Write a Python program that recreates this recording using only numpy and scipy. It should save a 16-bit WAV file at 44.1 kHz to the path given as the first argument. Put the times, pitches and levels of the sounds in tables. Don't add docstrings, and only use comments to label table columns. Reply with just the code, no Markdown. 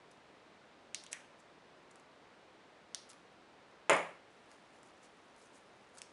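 import sys
import numpy as np
from scipy import signal
from scipy.fft import rfft, irfft
from scipy.io import wavfile

SR = 44100
rng = np.random.default_rng(int(sys.argv[2]) if len(sys.argv) > 2 else 0)


def unload_audio(sound):
    columns = np.transpose(np.atleast_2d(sound))
    steps = np.round(np.clip(columns, -1, 1) * 32767)
    wavfile.write(sys.argv[1], SR, steps.astype(np.int16))


N = 269892
T = np.arange(int(.7 * SR)) / SR
TOP_HZ = 11000

# (time [s], table level [dB], blade level [dB])
BOUNCES = [(3.8960, -1, 1.5), (3.9140, -10, -20), (3.9310, -16, -10.5), (3.9637, -27, -15.5)]
# (frequency [Hz], relative level [dB])
THUD_EQ = [(100, -42), (300, -3), (900, -4), (2000, -8), (3500, -6), (6000, -54)]
# (frequency [Hz], relative level [dB])
WASH_EQ = [(80, -56), (135, -15), (230, -13), (340, -2.5), (470, -5), (560, 4.5), (780, -1.5), (1100, -0.5),
           (1450, -7), (2150, -3), (3000, -13), (4200, -28), (6000, -32.5), (9000, -30), (11000, -31)]
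# (frequency [Hz], relative level [dB], t60 [s])
TABLE_TOP_MODES = [(167, -15, .5), (322, -13, .35), (372, -11, .35), (410, -11, .4), (559, 1, .3),
                   (591, -3, .35), (647, -4, .33), (742, -8, .3), (872, -9, .35), (970, -10, .32),
                   (1037, -7, .3), (1077, -5, .28), (1106, -8, .28), (1182, -5, .35), (1278, -12, .4),
                   (1417, -13, .3), (1808, -11, .3), (2048, -9, .3), (2169, -9, .3), (2223, -10, .22),
                   (2415, -14, .32)]
def table_knock(thud_db=-6, wash_db=-22.5, wash_t60=0.4, wash_lag_s=0.00099,
                ring_db=-30.5, cloth_hz=2900):
    out = np.zeros(N)
    thud = colour(1. * (T == 0), THUD_EQ)
    for s, db, _ in BOUNCES:
        add(out, s, undb(db + thud_db) * thud)
        add(out, s + wash_lag_s, undb(db + wash_db) * burst(WASH_EQ, wash_t60))
    modes = sum(undb(db) * ring(hz, t60, np.pi / 2) for hz, db, t60 in TABLE_TOP_MODES)
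    cloth = signal.butter(2, cloth_hz, fs=SR, output="sos")
    add(out, BOUNCES[0][0], undb(ring_db) * signal.sosfilt(cloth, modes))
    return out


# (frequency [Hz], relative level [dB], t60 [s])
STEEL_MODES = [(5130, -14, 0.055), (6940, -2, 0.02), (7100, 0, 0.018), (8300, -5.5, 0.023),
               (9080, -5.5, 0.026), (10060, -8, 0.013)]
def blade_rattle(ring_db=-29, clash_db=-31, clash_t60=0.015, lag_s=.0012):
    out = np.zeros(N)
    steel = undb(ring_db) * sum(undb(db) * ring(hz, t60) for hz, db, t60 in STEEL_MODES)
    for s, _, db in BOUNCES:
        clash = undb(clash_db) * burst(CRACKLE_EQ, clash_t60)
        add(out, s + lag_s, undb(db) * (steel + clash))
    return out


# (time [s], level [dB], body pitch [Hz], body level [dB])
SNAP_CUES = [(0.9461, -20.5, 4250, 3), (1.0376, -35, 4000, -3), (1.065, -39.5, 3000, 9),
             (1.1293, -29, 9300, 16), (1.1302, -23.5, 2200, 6), (2.9467, -20, 4100, 0),
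             (6.0179, -30, 5770, 5.5)]
# (frequency [Hz], relative level [dB])
PING_MODES = [(3400, -0.5), (5700, 5), (6450, 4.5), (8350, 2.5), (9800, 2)]
# (frequency [Hz], relative level [dB])
CRACK_EQ = [(400, -13), (1300, -9.5), (2600, 3), (4200, -1.5), (5700, 5), (7800, 0), (11000, 1)]
def snips(t60=0.0063, crack_db=-8.5, ping_db=-16, body_db=-4,
          send_db=-3, spill_db=5, bright_hz=4940, bright_db_per_octave=-27):
    out = np.zeros(N)
    ping = sum(undb(db + ping_db) * ring(hz, t60) * (-1) ** k for k, (hz, db) in enumerate(PING_MODES))
    for s, db, body_hz, thock_db in SNAP_CUES:
        thock = undb(thock_db) * plastic_body(body_hz)
        direct = ping + undb(crack_db) * burst(CRACK_EQ, t60) + undb(body_db) * thock
        body_send_db = spill_db + bright_db_per_octave * max(np.log2(body_hz / bright_hz), 0)
        tail = undb(send_db) * room(direct) + undb(body_send_db) * room(thock)
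        add(out, s, undb(db) * (direct + tail))
    return out


# (frequency [multiple of centre], relative level [dB])
THOCK_EQ = [(.1, -40), (.5, -19), (.8, -3), (1, 0), (1.3, -4), (2, -21), (4, -32)]
def plastic_body(centre_hz):
    return colour(1. * (T == 0), [(ratio * centre_hz, db) for ratio, db in THOCK_EQ])


# (time [s], level [dB])
TICK_CUES = [(.114, -47.5), (1.0445, -44), (1.9575, -45), (1.998, -51.5), (3.1157, -43), (3.1323, -46),
             (4.5152, -46.5), (4.8314, -47.5), (5.9733, -43)]
# (time [s], length [s], level [dB])
SCRAPE_CUES = [(0.099, 0.038, -74), (1.11, 0.0258, -53.5), (1.373, 0.052, -73), (1.903, 0.017, -66),
               (3.085, 0.033, -57), (5.975, 0.021, -55.5)]
# (time [s], length [s], level [dB])
STROKE_CUES = [(4.499, 0.058, -73.5), (4.718, 0.079, -78), (4.839, 0.055, -75), (5.025, 0.038, -68),
               (5.347, .14, -71), (5.54, 0.041, -67.5), (5.943, .05, -71.5)]
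# (frequency [Hz], relative level [dB])
CRACKLE_EQ = [(300, -15), (1500, 6), (3500, -6), (6000, 0), (8500, -2), (11000, -2)]
def tape(tick_t60=0.0061, tick_db=-5, stroke_db=-1, ease_s=.02, hold_from_s=4.3, hold_db=-84):
    ticks = list(TICK_CUES) + scatter(0, N / SR, per_s=2, db=-62)
    rubs = list(SCRAPE_CUES)
    for s, length, db in STROKE_CUES:
        ticks += scatter(s, length, per_s=24, db=db + 21)
        rubs.append((s - ease_s, length + 2 * ease_s, db + stroke_db))
    rustle = np.zeros(N)
    for s, length, db in rubs:
        swarm = slips(length, per_s=3000)
        swell = np.hanning(len(swarm)) ** 0.91
        add(rustle, s, undb(db) * swarm * swell)
    add(rustle, hold_from_s, undb(hold_db) * slips(N / SR - hold_from_s, per_s=1050))
    tick_envelope = np.zeros(N)
    for s, db in ticks:
        add(tick_envelope, s, undb(db + tick_db) * fade(tick_t60))
    return colour(rustle + tick_envelope * rng.standard_normal(N), CRACKLE_EQ)


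def slips(length, per_s, low_hz=3000, high_hz=11500, spread_db=3.5, t60=0.0042):
    out = np.zeros(int(length * SR))
    t = T[:int(SR / 200)]
    decay = fade(t60)[:len(t)]
    for when, pitch, size in rng.random((2000, 3))[:int(length * per_s) + 1]:
        hz = low_hz + pitch * (high_hz - low_hz)
        gain = undb(-spread_db * np.log(size + .02))
        add(out, when * length, gain * np.sin(2 * np.pi * hz * t) * decay)
    return unit(out + 1e-12)


def scatter(start, length, per_s, db, spread_db=3):
    draws = rng.random((64, 2))[:int(length * per_s)]
    return [(start + when * length, db + spread_db * (2 * size - 1)) for when, size in draws]


# (frequency [Hz], relative level [dB])
REVERB_EQ = [(200, 8.5), (1000, 11), (2500, -1.5), (5300, 2.5), (7500, -3), (10500, -0.5)]
def room(x, late_db=-40, late_t60=0.38, early_db=-35, early_t60=0.036, predelay_s=.0025):
    late = undb(late_db) * burst(REVERB_EQ, late_t60)
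    early = undb(early_db) * burst(REVERB_EQ, early_t60)
    response = np.zeros(len(T))
    add(response, predelay_s, late + early)
    return signal.fftconvolve(x, response)[:len(x)]


# (frequency [Hz], relative level [dB])
HUSH_EQ = [(15, -59), (25, -20.5), (223, -3.5), (281, -3), (311, -2), (588, -2), (685, -3), (1030, -5),
           (1110, -6), (2000, -10), (3410, -16), (3680, -16), (7900, -29.5), (8750, -30), (11000, -37.5),
           (14300, -76), (22000, -120)]
def hush(level_db=-61.5):
    return undb(level_db) * unit(colour(rng.standard_normal(N), HUSH_EQ))


def undb(db):
    return 10 ** (np.asarray(db) / 20)


def unit(x):
    return x / np.sqrt(np.mean(x ** 2))


def fade(t60):
    return np.exp(-np.log(1000) * T / t60)


def add(out, s, x):
    i = max(int(s * SR), 0)
    out[i:i + len(x)] += x[:max(len(out) - i, 0)]


def ring(hz, t60, phase=0):
    return np.sin(2 * np.pi * hz * T + phase) * fade(t60)


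def burst(eq, t60):
    return colour(rng.standard_normal(len(T)) * fade(t60), eq)


def colour(x, eq):
    size = 4096
    hz, db = np.transpose(eq)
    f = np.maximum(np.arange(size // 2 + 1) * SR / size, 1)
    curve = undb(np.interp(np.log(f), np.log(hz), db))
    gain = unit(curve / (1 + (f / TOP_HZ) ** 20) + 1e-6)
    cepstrum = irfft(np.log(gain))
    cepstrum[1:size // 2] *= 2
    cepstrum[size // 2 + 1:] = 0
    response = irfft(np.exp(rfft(cepstrum)))
    return signal.fftconvolve(x, response)[:len(x)]


def scene(send_db=1.0, low_cut_hz=122):
    close = tape() + blade_rattle()
    foley = snips() + close + undb(send_db) * room(close) + table_knock()
    low_cut = signal.butter(4, low_cut_hz, "highpass", fs=SR, output="sos")
    return (signal.sosfilt(low_cut, foley) + hush())[None]


def record(dry):
    return signal.sosfilt(signal.ellip(8, .3, 70, TOP_HZ, fs=SR, output="sos"), dry)


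dry = scene()
out = record(dry)
unload_audio(out)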